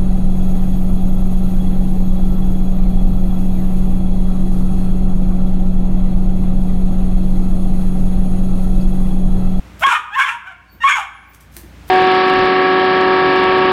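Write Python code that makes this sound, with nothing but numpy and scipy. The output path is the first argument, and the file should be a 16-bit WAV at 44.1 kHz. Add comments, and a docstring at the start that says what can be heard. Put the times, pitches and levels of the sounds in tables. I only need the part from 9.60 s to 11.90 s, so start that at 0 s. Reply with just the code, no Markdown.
"""A bare-walled bedroom, the microphone in the room with a small dog jumping at a balloon, over a low hum.
Paws scuff and knock as the first of two shrill barks rings off the near walls; each slides up to a
clear note, then falls hoarsely as the vocal folds turn rough. A short whine follows, and at 1.2 s a
third bark. Faint whistles come and go, and paws tap and scuff through the last half second.
The recorder's gain control ducks at the barks and creeps back."""
import sys
import numpy as np
from scipy import signal
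from scipy.fft import rfft, irfft, next_fast_len
from scipy.io import wavfile
from scipy.ndimage import uniform_filter1d, minimum_filter1d

SR = 44100
rng = np.random.default_rng(int(sys.argv[2]) if len(sys.argv) > 2 else 0)


def materialize(psi):
    """Save the field psi as 16-bit PCM at rate SR to the path in sys.argv[1].

    A 1-D psi becomes a single channel; in a 2-D psi each row is a channel.
    """
    bounded = np.clip(np.atleast_2d(psi).T, -1, 1)
    quanta = np.round(bounded * 32767).astype(np.int16)
    wavfile.write(sys.argv[1], SR, quanta)


N = 101429

# the dog's calls at the vocal folds
# (time [s], pitch [Hz], level [dB], roughness [0-1], overtone boost [dB])
FIRST_BARK = [(.209, 590, -18, 0.18, -14), (.224, 658.7, -5, 0.23, -1), (.235, 802.2, -1, 0.35, 9.5),
              (.241, 1083, -4, 0.1, 7.5), (.259, 1110, 5, .04, -22.5), (.267, 1076, 4.5, 1, -1),
              (.276, 1089, 14.5, 0.31, -12), (.3, 978.1, 6, 0.74, -11), (.328, 879.5, 9, .85, -10),
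              (.338, 626.4, 6, 0.62, 33), (.362, 622, 7, 0.34, 33.5), (.385, 607, -12, 0.83, 24)]
SECOND_BARK = [(.484, 773.8, -31, 0.11, 6), (.522, 787.5, -12, 0.3, 6), (.55, 898.9, -0.5, 0.16, 22.5),
               (.563, 1051, -1, 0.061, -1), (.581, 1083, 5.5, .3, -2), (.597, 1060, 6.5, 0.85, 2.5),
               (.626, 1102, 8.5, 0.54, 8.5), (.642, 1116, -3, 0.5, 10), (.692, 920.2, 0, 0.85, 17),
               (.76, 946, -11, 0.37, -13)]
SHORT_WHINE = [(.849, 725, -19, .45, -8), (.876, 765, -12, .25, 15), (0.901, 747.5, -16.5, 0.21, 2.5),
               (.925, 690, -12, 0.29, 3)]
THIRD_BARK = [(1.206, 939.6, -16.5, 0.16, 15), (1.233, 915, -5.5, 0.17, 29.5),
              (1.241, 1094, 3, 0.036, -7.5), (1.26, 1096, 8.5, 0.022, -6.5), (1.275, 1125, 9, .22, 5),
              (1.298, 1096, 5.5, 0.99, 9.5), (1.324, 1116, 1.5, 0.44, 19), (1.346, 1102, -6, 0.13, 10),
              (1.36, 967, -2, 0.97, 8), (1.39, 829.6, -3, 0.76, -5), (1.45, 704, -18.5, 0.86, -9)]
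# resonances the shape of the mouth adds for a moment in each bark
# (peak time [s], half-length [s], centre [Hz], width [Hz], gain [dB])
FIRST_MOUTH = [(0.328, 0.027, 1264, 240, -9), (0.345, 0.029, 2480, 47, 1.5),
               (0.252, 0.0173, 3320, 200, 8.5)]
SECOND_MOUTH = [(0.66, 0.18, 969, 72, -5), (.61, .06, 1580, 220, -2), (0.702, 0.052, 2550, 360, 1)]
THIRD_MOUTH = [(1.41, 0.043, 670, 160, 8), (1.3, 0.017, 1580, 280, -6), (1.51, 0.13, 2330, 170, 6),
               (1.335, 0.036, 6650, 160, 16.5)]
# resonances of the throat (frequency [Hz], gain [dB])
THROAT_RESPONSE = [(200, -35), (500, -25.5), (700, -14.5), (900, -5), (1080, -2), (1350, 1), (1650, 0.5),
                   (1950, -7.5), (2250, 0), (2700, -2), (3350, -3.5), (4050, -19.5), (4900, -24),
                   (5500, -13.5), (6000, -19.5), (6650, -13), (9000, -18.5), (12000, -22.5), (16000, -43)]
def dog(t):
    """The dog as heard at the muzzle: three barks and a whine, all through the same throat."""
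    calls = mouth(t, vocal_folds(t, FIRST_BARK), FIRST_MOUTH)
    calls += mouth(t, vocal_folds(t, SECOND_BARK), SECOND_MOUTH)
    calls += vocal_folds(t, SHORT_WHINE)
    calls += mouth(t, vocal_folds(t, THIRD_BARK), THIRD_MOUTH)
    return colour(calls, THROAT_RESPONSE)


HARMONIC_DB_PER_OCT, AIR_DB, CLEAR_NOTE_AIR = -11.5, -4.5, 0.13
CLEAN_JITTER, ROUGH_JITTER, SHIMMER = 0.0095, 0.0614, 0.48
def vocal_folds(t, call):
    """Smooth folds give clean harmonics; roughness adds jitter, period doubling and pulsed air."""
    times, *columns = np.array(call).T
    pitch, db, rough, overtones_db = (np.interp(t, times, column) for column in columns)
    jitter = (CLEAN_JITTER + ROUGH_JITTER * rough) * wander(rate_hz=420)
    phase = 2 * np.pi * np.cumsum(pitch * (1 + jitter)) / SR
    partial = lambda k: undb(HARMONIC_DB_PER_OCT * np.log2(k)) * np.sin(k * phase)
    clean = partial(1) + undb(overtones_db) * sum(partial(k) for k in range(2, 13))
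    clean /= np.hypot(1, undb(overtones_db + HARMONIC_DB_PER_OCT))  # brighter, yet about as loud
    growl = sum(partial(k + .5) for k in range(1, 7))  # halfway between the harmonics
    air = noise([(100, -12), (600, -8), (1000, 0), (16000, -10)])
    air *= 1 + np.cos(phase / 2)  # a puff every second cycle
    folds = clean * (1 - .6 * rough) + rough * growl
    folds *= 1 + SHIMMER * rough * wander(rate_hz=260)
    breath = undb(AIR_DB) * (rough ** 2 + CLEAR_NOTE_AIR) * air
    gate = np.interp(t, [times[0] - .003, times[0], times[-1], times[-1] + .01], [0, 1, 1, 0])
    return gate * undb(db) * (folds + breath)


def mouth(t, voice, resonances):
    """The moving mouth adds resonances that each swell and fade."""
    return voice + sum(undb(db) * ring(voice * np.exp(-((t - at) / length) ** 2), hz, width)
                       for at, length, hz, width, db in resonances)


# paws and balloon brushing wall and bags (time [s], level [dB], attack [s], decay [s])
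BRUSHES = [(.2, -41.5, .004, .09), (1.749, -34, 0.0085, 0.0047), (1.808, -39, 0.0039, .016),
           (1.968, -38.5, 0.021, 0.032), (2.29, -45, 0.014, 0.031)]
# sharp ticks: claws striking, and at 0.264 s a crack in the rough first bark (time [s], level [dB])
SHARP_TICKS = [(.196, -29), (0.264, -23.5), (0.872, -33), (1.967, -15.5)]
# paws landing on the mat (time [s], level [dB])
LANDINGS = [(0.273, -31), (1.13, -38.5), (1.254, -38), (1.965, -35.5), (2.037, -41)]
# spectra of the brushes and ticks, and of the landings (frequency [Hz], level [dB])
BRUSH_SPECTRUM = [(300, -15), (1500, 3), (3000, -2), (6000, 0), (9000, 0), (14000, 2), (16000, -6)]
LANDING_SPECTRUM = [(40, -22), (85, 0), (130, -10.5), (200, -6), (350, -10.5), (700, -24), (3000, -47)]
def paws(t):
    """Around the dog: grainy scuffs, sharp ticks, soft landings and a knock."""
    scuffs = sum(undb(db) * burst(t, at, attack, decay) for at, db, attack, decay in BRUSHES)
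    scuffs *= undb(3.76 * wander(rate_hz=400))  # the grain
    ticks = sum(undb(db) * strike(t, at, decay_s=0.00049) for at, db in SHARP_TICKS)
    thumps = sum(undb(db) * strike(t, at, decay_s=0.029) for at, db in LANDINGS)
    return knock(t) + (scuffs + ticks) * noise(BRUSH_SPECTRUM) + thumps * noise(LANDING_SPECTRUM)


def knock(t, hz=420, width_hz=350):
    """One hollow knock under the first bark, probably a paw on the balloon."""
    body = ring(rng.standard_normal(N), hz, width_hz)
    body = unit(ring(body, hz, width_hz))
    return undb(-10) * strike(t, at=.272, decay_s=.004) * body


# faint, thin whistles (peak time [s], pitch [Hz], level [dB], decay [s])
NOSE_WHISTLES = [(.56, 14790, -35, 0.074), (1.101, 4470, -43.5, 0.043), (1.13, 14500, -38, 0.035),
                 (1.55, 10300, -49, 0.089), (1.7, 14790, -41, 0.025)]
def whistles(t):
    """Nearly pure, unsteady tones that swell and fade, probably the dog's nose."""
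    return sum(undb(db) * burst(t, at, attack_s=0.014, decay_s=decay) * tone(hz, 0.0049, rate_hz=200)
               for at, hz, db, decay in NOSE_WHISTLES)


# the bedroom's reverberation (frequency [Hz], time to fall 60 dB [s])
BEDROOM_DECAY = [(150, 1), (1000, 0.73), (2300, 0.76), (5000, 0.52), (12000, 0.49)]
WALLS_DB, WALLS_DECAY_S, TAIL_DB, REFLECTION_GAP_S = -2, 0.025, -11, 0.0034
def bedroom(t, direct):
    """At the microphone: direct sound, strong echoes off near walls, a tail whose treble dies first."""
    hz, t60s = np.array(BEDROOM_DECAY).T
    spectrum = rfft(rng.standard_normal(N))
    log_hz = np.log(np.arange(len(spectrum)) * SR / N + 1)
    bands = (irfft(spectrum * np.interp(log_hz, np.log(hz), share), N) for share in np.eye(len(hz)))
    tail = sum(band * undb(-60 * t / t60) for band, t60 in zip(bands, t60s))
    walls = rng.standard_normal(N) * np.exp(-t / WALLS_DECAY_S)
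    reflections = undb(WALLS_DB) * unit(walls) + undb(TAIL_DB) * unit(tail)
    response = reflections * (t > REFLECTION_GAP_S) / np.sqrt(N)
    return direct + signal.fftconvolve(direct, response)[:N]


# the room's steady noise (frequency [Hz], relative density [dB])
ROOM_SPECTRUM = [(25, -29), (42, -24), (58, -12.5), (90, -2), (130, -8), (200, -7), (400, -18),
                 (1000, -19.5), (2300, -23), (4500, -32.5), (6500, -35), (10000, -41.5), (16000, -44)]
# tones of the hum (frequency [Hz], level [dB])
HUM_TONES = [(59, -41.5), (85, -47), (145, -55), (180, -53.5), (299, -57.5)]
def room_tone():
    """The bedroom behind the dog: low rumble, faint hiss and a wavering hum."""
    hum = sum(undb(db + 1.5 * wander(rate_hz=3.91)) * unit(tone(hz, 0.013, rate_hz=5.94))
              for hz, db in HUM_TONES)
    return undb(-42.5) * noise(ROOM_SPECTRUM) + hum


def duck(x, loudness, ceiling, hold_s, db_per_s):
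    """Gain drops at once to keep the loudness under the ceiling, holds, then climbs back."""
    climb_db = db_per_s * np.arange(N) / SR
    allowed_db = np.minimum(0, 20 * np.log10(ceiling / (loudness + 1e-9)))
    hold = int(hold_s * SR) + 1
    held_db = minimum_filter1d(allowed_db, hold, origin=(hold - 1) // 2, mode="nearest")
    gain_db = np.minimum.accumulate(held_db - climb_db) + climb_db
    lookahead = int(.002 * SR)
    return x * undb(uniform_filter1d(minimum_filter1d(gain_db, lookahead), lookahead))


def undb(db):
    """Decibels to gain."""
    return 10 ** (np.asarray(db) / 20)


def unit(x):
    """Scale to rms 1."""
    return x / np.sqrt(np.mean(x ** 2) + 1e-18)


def colour(x, points):
    """Causal filter through points of (frequency [Hz], gain [dB])."""
    hz, db = np.array(points, float).T
    size = 2 * next_fast_len(N)
    log_hz = np.log(np.arange(size // 2 + 1) * SR / size + 1)
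    cepstrum = irfft(np.log(undb(np.interp(log_hz, np.log(hz), db))))
    cepstrum[1:size // 2] *= 2  # fold to minimum phase
    cepstrum[size // 2 + 1:] = 0
    return irfft(rfft(x, size) * np.exp(rfft(cepstrum)))[:N]


def ring(x, hz, width):
    """One resonance, gain 1 at its centre."""
    return signal.lfilter(*signal.iirpeak(hz, hz / width, fs=SR), x)


def noise(points):
    """Coloured noise of rms 1."""
    return unit(colour(rng.standard_normal(N), points))


def wander(rate_hz):
    """Random values joined by straight lines; rms 1."""
    return unit(np.interp(np.arange(N) * rate_hz / SR, np.arange(N), rng.standard_normal(N)))


def tone(hz, drift, rate_hz):
    """A sine whose pitch wanders by the fraction `drift`."""
    return np.sin(2 * np.pi * np.cumsum(hz * (1 + drift * wander(rate_hz))) / SR)


def burst(t, at, attack_s, decay_s):
    """Exponential rise to a moment, exponential fall after it."""
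    return np.exp(-np.where(t < at, (at - t) / attack_s, (t - at) / decay_s))


def strike(t, at, decay_s):
    """A burst that rises ten times faster than it falls."""
    return burst(t, at, decay_s / 10, decay_s)


def scene():
    """One microphone: dog and paws with the room's echo, room tone and dry whistles."""
    t = np.arange(N) / SR
    return (bedroom(t, dog(t) + paws(t)) + room_tone() + whistles(t))[None]


RMS_WINDOW_S, TOP_HZ = 0.0071, 15900
def record(dry):
    """Behind the microphone: slow-recovering gain control, a fast limiter and a steep low-pass."""
    mic = dry[0]
    rms = np.sqrt(np.abs(uniform_filter1d(mic ** 2, int(RMS_WINDOW_S * SR))))
    ducked = duck(mic, rms, ceiling=0.44, hold_s=0.24, db_per_s=19.5)
    limited = duck(ducked, np.abs(ducked), ceiling=.71, hold_s=0, db_per_s=900)
    lowpass = signal.ellip(8, .2, 80, TOP_HZ, fs=SR, output="sos")
    return signal.sosfilt(lowpass, limited)[None]


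dry = scene()
out = record(dry)
materialize(out)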